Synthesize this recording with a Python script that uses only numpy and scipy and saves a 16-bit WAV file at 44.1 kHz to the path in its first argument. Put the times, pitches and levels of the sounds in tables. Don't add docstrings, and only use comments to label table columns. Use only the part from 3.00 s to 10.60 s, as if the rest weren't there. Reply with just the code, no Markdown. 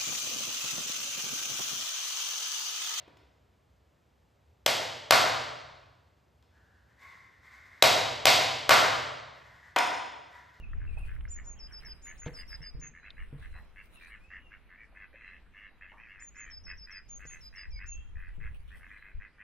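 import sys
import numpy as np
from scipy import signal
from scipy.fft import rfft, irfft, next_fast_len
from scipy.io import wavfile
from scipy.ndimage import map_coordinates

SR = 44100
rng = np.random.default_rng(int(sys.argv[2]) if len(sys.argv) > 2 else 0)


def transcribe(signal):
    frames = np.atleast_2d(signal).T
    limited = np.clip(frames, -1, 1)
    pcm = np.round(limited * 32767).astype(np.int16)
    wavfile.write(sys.argv[1], SR, pcm)


N = 335160

# start_s, board_db, fibres_db, handle_db, crack_db, wood_pitch_ratio, direct_db, ping_hz, ping_db
BLOWS = [(1.6620, 0, -10, -0.5, 1, 0.94, 2, 3290, -2.5), (2.1079, 7, 5.5, 5.5, 5.5, 1.005, 1, 4390, -2.5),
         (4.8240, 8, -0.5, 6.5, 7, .98, 1, 3880, 9), (5.2548, 7.5, -3.5, 10, 8, 1.034, -3, 4160, -7),
         (5.6925, 8.5, 9, 8, 6.5, 0.98, -4.5, 3520, -10.5)]
# start_s, soft_thud_db, wood_knock_db, blade_ring_db, tick_db
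KNOCKS = [(.077, -31.5, -37, -58, -68), (.170, -62, -42.5, -45.5, -45), (3.425, -53, -49.5, -52, -51),
          (6.7612, -12.5, 4.5, -35, -34), (6.7855, -30, -11.5, -6, -24), (6.843, -41, -23.5, -34, -31),
          (6.865, -38, -29, -37, -32), (7.541, -58, -51, -55, -46)]
# start_s, length_s, friction_db, squeal_db, pitch_ratio
STROKES = [(3.49, .34, -67.5, -86, .84), (3.85, .13, -63.5, -82, .92), (3.965, .22, -54.5, -51, 1),
           (4.28, .13, -60, -73, .95), (4.4, .41, -54.5, -58.5, .99), (6.31, .42, -58.5, -70, .93),
           (7.26, .32, -56.5, -58, .92)]

# pitch_hz, width_hz, level_db
BOARD_MODES = [(130, 75, -14), (255, 41, -13.5), (420, 30, -8), (577, 180, -1.5), (640, 81, 1),
               (716, 65, -0.5), (957, 90, -2)]
HANDLE_MODES = [(2090, 430, -1), (2510, 500, -3), (3300, 790, 0), (3900, 600, -4.5), (4440, 230, -6.5)]
KNOCK_WOOD_MODES = [(562, 110, -9.5), (718, 62, -1), (960.3, 70, 2), (1225, 135, -13), (1475, 140, -9.5),
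                    (1960, 240, -9), (2440, 370, -11.5), (3200, 300, -15), (4300, 300, -24.5)]
BLADE_MODES = [(3500, 170, 0), (4250, 150, -10), (5230, 190, -2), (5950, 140, -7), (6700, 45, -2),
               (6970, 120, -8), (7600, 150, -15), (8560, 110, -5), (9400, 150, -17), (10300, 100, -8),
               (11200, 100, -21), (12050, 110, -21), (12750, 120, -20), (13800, 120, -22),
               (14600, 150, -23)]

# pitch_hz, level_db
FIBRES_TONE = [(100, -36), (500, -19.5), (850, -6), (1100, 0), (1600, -4), (2200, -8), (3200, -21),
               (8000, -31.5)]
# pitch_hz, level_db
CRACK_TONE = [(100, -22.5), (1500, -9), (4500, 1.5), (7000, -2), (9500, -5.5), (12500, -7), (15000, -9),
              (17000, -21)]
# pitch_hz, level_db
THUD_TONE = [(60, -24), (180, -9.5), (300, 0.5), (450, 1), (800, -13), (2000, -48), (8000, -60)]
# pitch_hz, level_db
TICK_TONE = [(100, -48), (1500, 3), (3500, 10), (4500, 9), (5600, -11.5), (7000, -2.5), (8800, -18),
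             (10500, -67), (13000, -5), (16000, 2)]
# pitch_hz, level_db
FRICTION_TONE = [(300, -27.5), (700, -18), (900, -16), (1080, -8), (1250, -14), (1650, -9), (2100, -1),
                 (2500, -17.5), (3000, -25.5), (3600, -19.5), (4600, -24), (7000, -27), (10000, -33),
                 (13000, -33), (16000, -43.5)]
# pitch_hz, level_db
SQUEAL_TONE = [(500, -39.5), (960, -24.5), (1040, -9), (1090, 1), (1170, -26), (1900, -26), (2080, -8.5),
               (2150, -1), (2240, -21), (3300, -39.5), (3600, -20), (3900, -41.5), (9000, -53)]
# pitch_hz, level_db
RUMBLE_TONE = [(20, -36.5), (40, -23.5), (65, 3.5), (90, -1), (150, -10), (300, -17), (600, -17.5),
               (1200, -25), (3000, -30), (6000, -37.5), (10000, -41), (14000, -44), (17000, -53)]

# pitch_hz, level_db
ECHO_TONE = [(40, -6.5), (128, 0.5), (195, -9), (265, -2.5), (400, -5.5), (800, -3), (1500, -0.5),
             (3000, -2), (5000, -1.5), (7000, -5.5), (10000, -4), (14000, -7.5), (16000, -11.5)]
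# pitch_hz, t60_s
ROOM_T60 = [(80, 2.1), (210, 1.2), (560, 1.1), (1200, 1.087), (4000, .98), (7000, 0.83), (10000, 0.61),
            (15000, .52)]
# delay_s, level_db
FIRST_ECHOES = [(.0062, -23.5), (0.014, -14.5), (0.0157, -10), (.0265, -24), (.047, -18), (.105, -21)]
# pitch_hz, level_db, t60_s
STANDING_WAVES = [(127, -4.5, 1.9), (269, -2, 0.36), (602, -5, .8), (731, 0, .95), (787, 0, .9),
                  (1122, -1, 0.47), (1374, -5.5, .8), (1478, 0.5, 0.3), (1529, -1, .8), (1658, -1, 0.71),
                  (1682, -3.5, 0.66), (2050, -2.5, 0.98), (2127, -2, .9)]
# pitch_hz, side_minus_mid_db
WIDTH = [(60, -20), (150, -14), (350, -5.5), (700, -2), (1400, -2.5), (2100, -11), (3500, -26.5),
         (15000, -30.5)]
# pitch_hz, lead_radians
PORT_PHASE = [(100, 0), (2000, 0), (2800, .2), (4000, .05), (5100, 0), (5600, -.8), (6500, -.05),
              (7400, -.2), (10050, -3.14), (12400, -6.1), (13200, -6.5), (15200, -9.3)]

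TOP_HZ = 16300
STROKE_ATTACK_S, STROKE_RELEASE_S = .055, .22
STROKE_END_SPEED = .6
PITCH_SAG = .04
SQUEAL_POWER = 4
TIME = np.arange(N) / SR
HIT_TIME, ROOM_TIME = TIME[:SR // 2], TIME[:2 * SR]
GRID_HZ = np.arange(10, SR / 2, 10)


def blow(board_db, fibres_db, handle_db, crack_db, ratio):
    parts = [
        (board_db, resonant(BOARD_MODES, ratio)),
        (fibres_db, broad(FIBRES_TONE)),
        (handle_db, resonant(HANDLE_MODES, ratio)),
        (crack_db, broad(CRACK_TONE)),
    ]
    return excite(contact(t60=.018, rise=.0004), parts)


def ping(hz, t60=.018):
    return ring([(hz, 0, t60)], HIT_TIME)


def knock(thud_db, wood_db, blade_db, tick_db):
    wood_parts = [(thud_db, broad(THUD_TONE)), (wood_db, resonant(KNOCK_WOOD_MODES))]
    steel_parts = [(blade_db, resonant(BLADE_MODES)), (tick_db, broad(TICK_TONE))]
    wood = excite(contact(t60=.031, rise=.0018), wood_parts)
    steel = excite(contact(t60=.018, rise=.00036), steel_parts)
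    return wood + steel


def contact(t60, rise, count=6):
    t = HIT_TIME[:int(t60 * SR)]
    crackle = rng.standard_normal(len(t)) * fade(t, t60) * (1 - np.exp(-t / rise))
    for _ in range(count):
        phase = np.angle(rfft(crackle, 4 * len(t)))
        crackle = irfft(np.exp(1j * phase))[:len(t)]
    return unit(np.pad(crackle, (0, len(HIT_TIME) - len(t))))


def excite(force, parts):
    power = sum(undb(db) ** 2 * part for db, part in parts)
    return colour(force, np.c_[GRID_HZ, 10 * np.log10(power)])


def resonant(modes, ratio=1):
    hz = GRID_HZ / ratio
    power = 0
    for mode_hz, width_hz, db in modes:
        detuning = (hz ** 2 - mode_hz ** 2) / (hz * width_hz)
        power = power + undb(db) ** 2 / (1 + detuning ** 2)
    return power / power.mean()


def broad(points):
    power = undb(lookup(points, GRID_HZ)) ** 2
    return power / power.mean()


def rasp(flutter_db=3.0, flutter_hz=30):
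    out = np.zeros(N)
    friction_noise, squeal_noise = noise(FRICTION_TONE), noise(SQUEAL_TONE)
    for start, length, friction_db, squeal_db, ratio in STROKES:
        corners = start + np.array([0, STROKE_ATTACK_S, length, length + STROKE_RELEASE_S])
        speed = np.interp(TIME, corners, [0, 1, STROKE_END_SPEED, 0])
        travel = np.cumsum(ratio * (1 - PITCH_SAG * (1 - speed)))
        friction = map_coordinates(friction_noise, [travel], order=3, mode="wrap")
        squeal = map_coordinates(squeal_noise, [travel], order=3, mode="wrap")
        out += undb(friction_db) * speed * friction
        out += undb(squeal_db) * speed ** SQUEAL_POWER * squeal
    return out * undb(flutter_db * wander(flutter_hz))


def wander(rate):
    return np.interp(TIME * rate, np.arange(N), rng.standard_normal(N))


def room(standing_db=-14):
    mid, side = diffuse(), diffuse()
    for delay, db in FIRST_ECHOES:
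        add(mid, delay, undb([db]))
    mid = mid + undb(standing_db) * ring(STANDING_WAVES, ROOM_TIME)
    return stereo(colour(mid, ECHO_TONE), colour(side, ECHO_TONE))


def diffuse(gap=.0095, build=.0016):
    hz = np.fft.rfftfreq(len(ROOM_TIME), 1 / SR)
    white = rfft(rng.standard_normal(len(ROOM_TIME)))
    centres, t60s = np.transpose(ROOM_T60)
    tail = np.zeros(len(ROOM_TIME))
    for pick, t60 in zip(np.eye(len(centres)), t60s):
        band = irfft(white * lookup(np.c_[centres, pick], hz))
        tail += band * fade(ROOM_TIME, t60)
    onset = 1 - np.exp(-np.maximum(ROOM_TIME - gap, 0) / build)
    return unit(tail * onset)


def rumble(db=-66.0):
    return stereo(noise(RUMBLE_TONE), noise(RUMBLE_TONE)) * undb(db)


def noise(points):
    return unit(colour(rng.standard_normal(N), points)) * np.sqrt(N)


def ring(modes, t):
    total = np.zeros(len(t))
    for k, (hz, db, t60) in enumerate(modes):
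        tone = unit(np.sin(2 * np.pi * hz * t) * fade(t, t60))
        total += (-1) ** k * undb(db) * tone
    return unit(total)


def stereo(mid, side):
    side = colour(side, WIDTH)
    return np.array([mid + side, mid - side])


def colour(x, points):
    size = 2 * next_fast_len(len(x))
    gain = undb(lookup(points, np.fft.rfftfreq(size, 1 / SR)))
    cepstrum = irfft(np.log(gain))
    cepstrum[1:size // 2] *= 2
    cepstrum[size // 2 + 1:] = 0
    response = np.exp(rfft(cepstrum))
    return irfft(rfft(x, size) * response)[:len(x)]


def lookup(points, hz):
    point_hz, value = np.transpose(points)
    return np.interp(np.log(np.maximum(hz, 1)), np.log(point_hz), value)


def fade(t, t60):
    return np.exp(-np.log(1000) * t / t60)


def undb(db):
    return 10 ** (np.asarray(db) / 20)


def unit(x):
    return x / np.sqrt(np.sum(x ** 2))


def add(track, s, sound):
    start = max(int(s * SR), 0)
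    part = sound[:max(N - start, 0)]
    track[start:start + len(part)] += part


def scene(wet_db=5.5, ping_wet_db=-13, knock_direct_db=2.5, rasp_wet_db=-4, rasp_direct_db=-5,
          earlier_db=-3, earlier_s=.66, lean_db=1.86):
    direct, sent, walls = np.zeros(N), np.zeros(N), room()
    for s, *strike, direct_db, ping_hz, ping_db in BLOWS:
        wood = blow(*strike)
        steel = undb(ping_db) * ping(ping_hz)
        add(sent, s, wood + undb(ping_wet_db) * steel)
        add(direct, s, undb(direct_db) * wood + steel)
    for s, *parts_db in KNOCKS:
        sound = knock(*parts_db)
        add(sent, s, sound)
        add(direct, s, undb(knock_direct_db) * sound)
    far = rasp()
    sent = undb(wet_db) * sent + undb(rasp_wet_db) * far
    direct = direct + undb(rasp_direct_db) * far

    leaning = direct * undb([[lean_db / 2], [-lean_db / 2]])
    echoed = signal.fftconvolve(sent[None], walls, axes=1)[:, :N]
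    out = leaning + echoed

    earlier = blow(board_db=6, fibres_db=-2, handle_db=7.5, crack_db=3, ratio=1)
    for channel, wall in zip(out, walls):
        leftover = signal.fftconvolve(earlier, wall)[int(earlier_s * SR):]
        add(channel, 0, undb(wet_db + earlier_db) * leftover)
    return out + rumble()


def record(dry):
    size = next_fast_len(N + SR // 2, real=True)
    lead = lookup(PORT_PHASE, np.fft.rfftfreq(size, 1 / SR))
    turn = np.exp(.5j * np.array([lead, -lead]))
    ports = irfft(rfft(dry, size) * turn, size)[:, :N]
    ceiling = 1.1
    rounded = ceiling * np.tanh(ports / ceiling)
    top_cut = signal.ellip(8, .2, 70, TOP_HZ, fs=SR, output="sos")
    return signal.sosfilt(top_cut, rounded)


dry = scene()
out = record(dry)
transcribe(out)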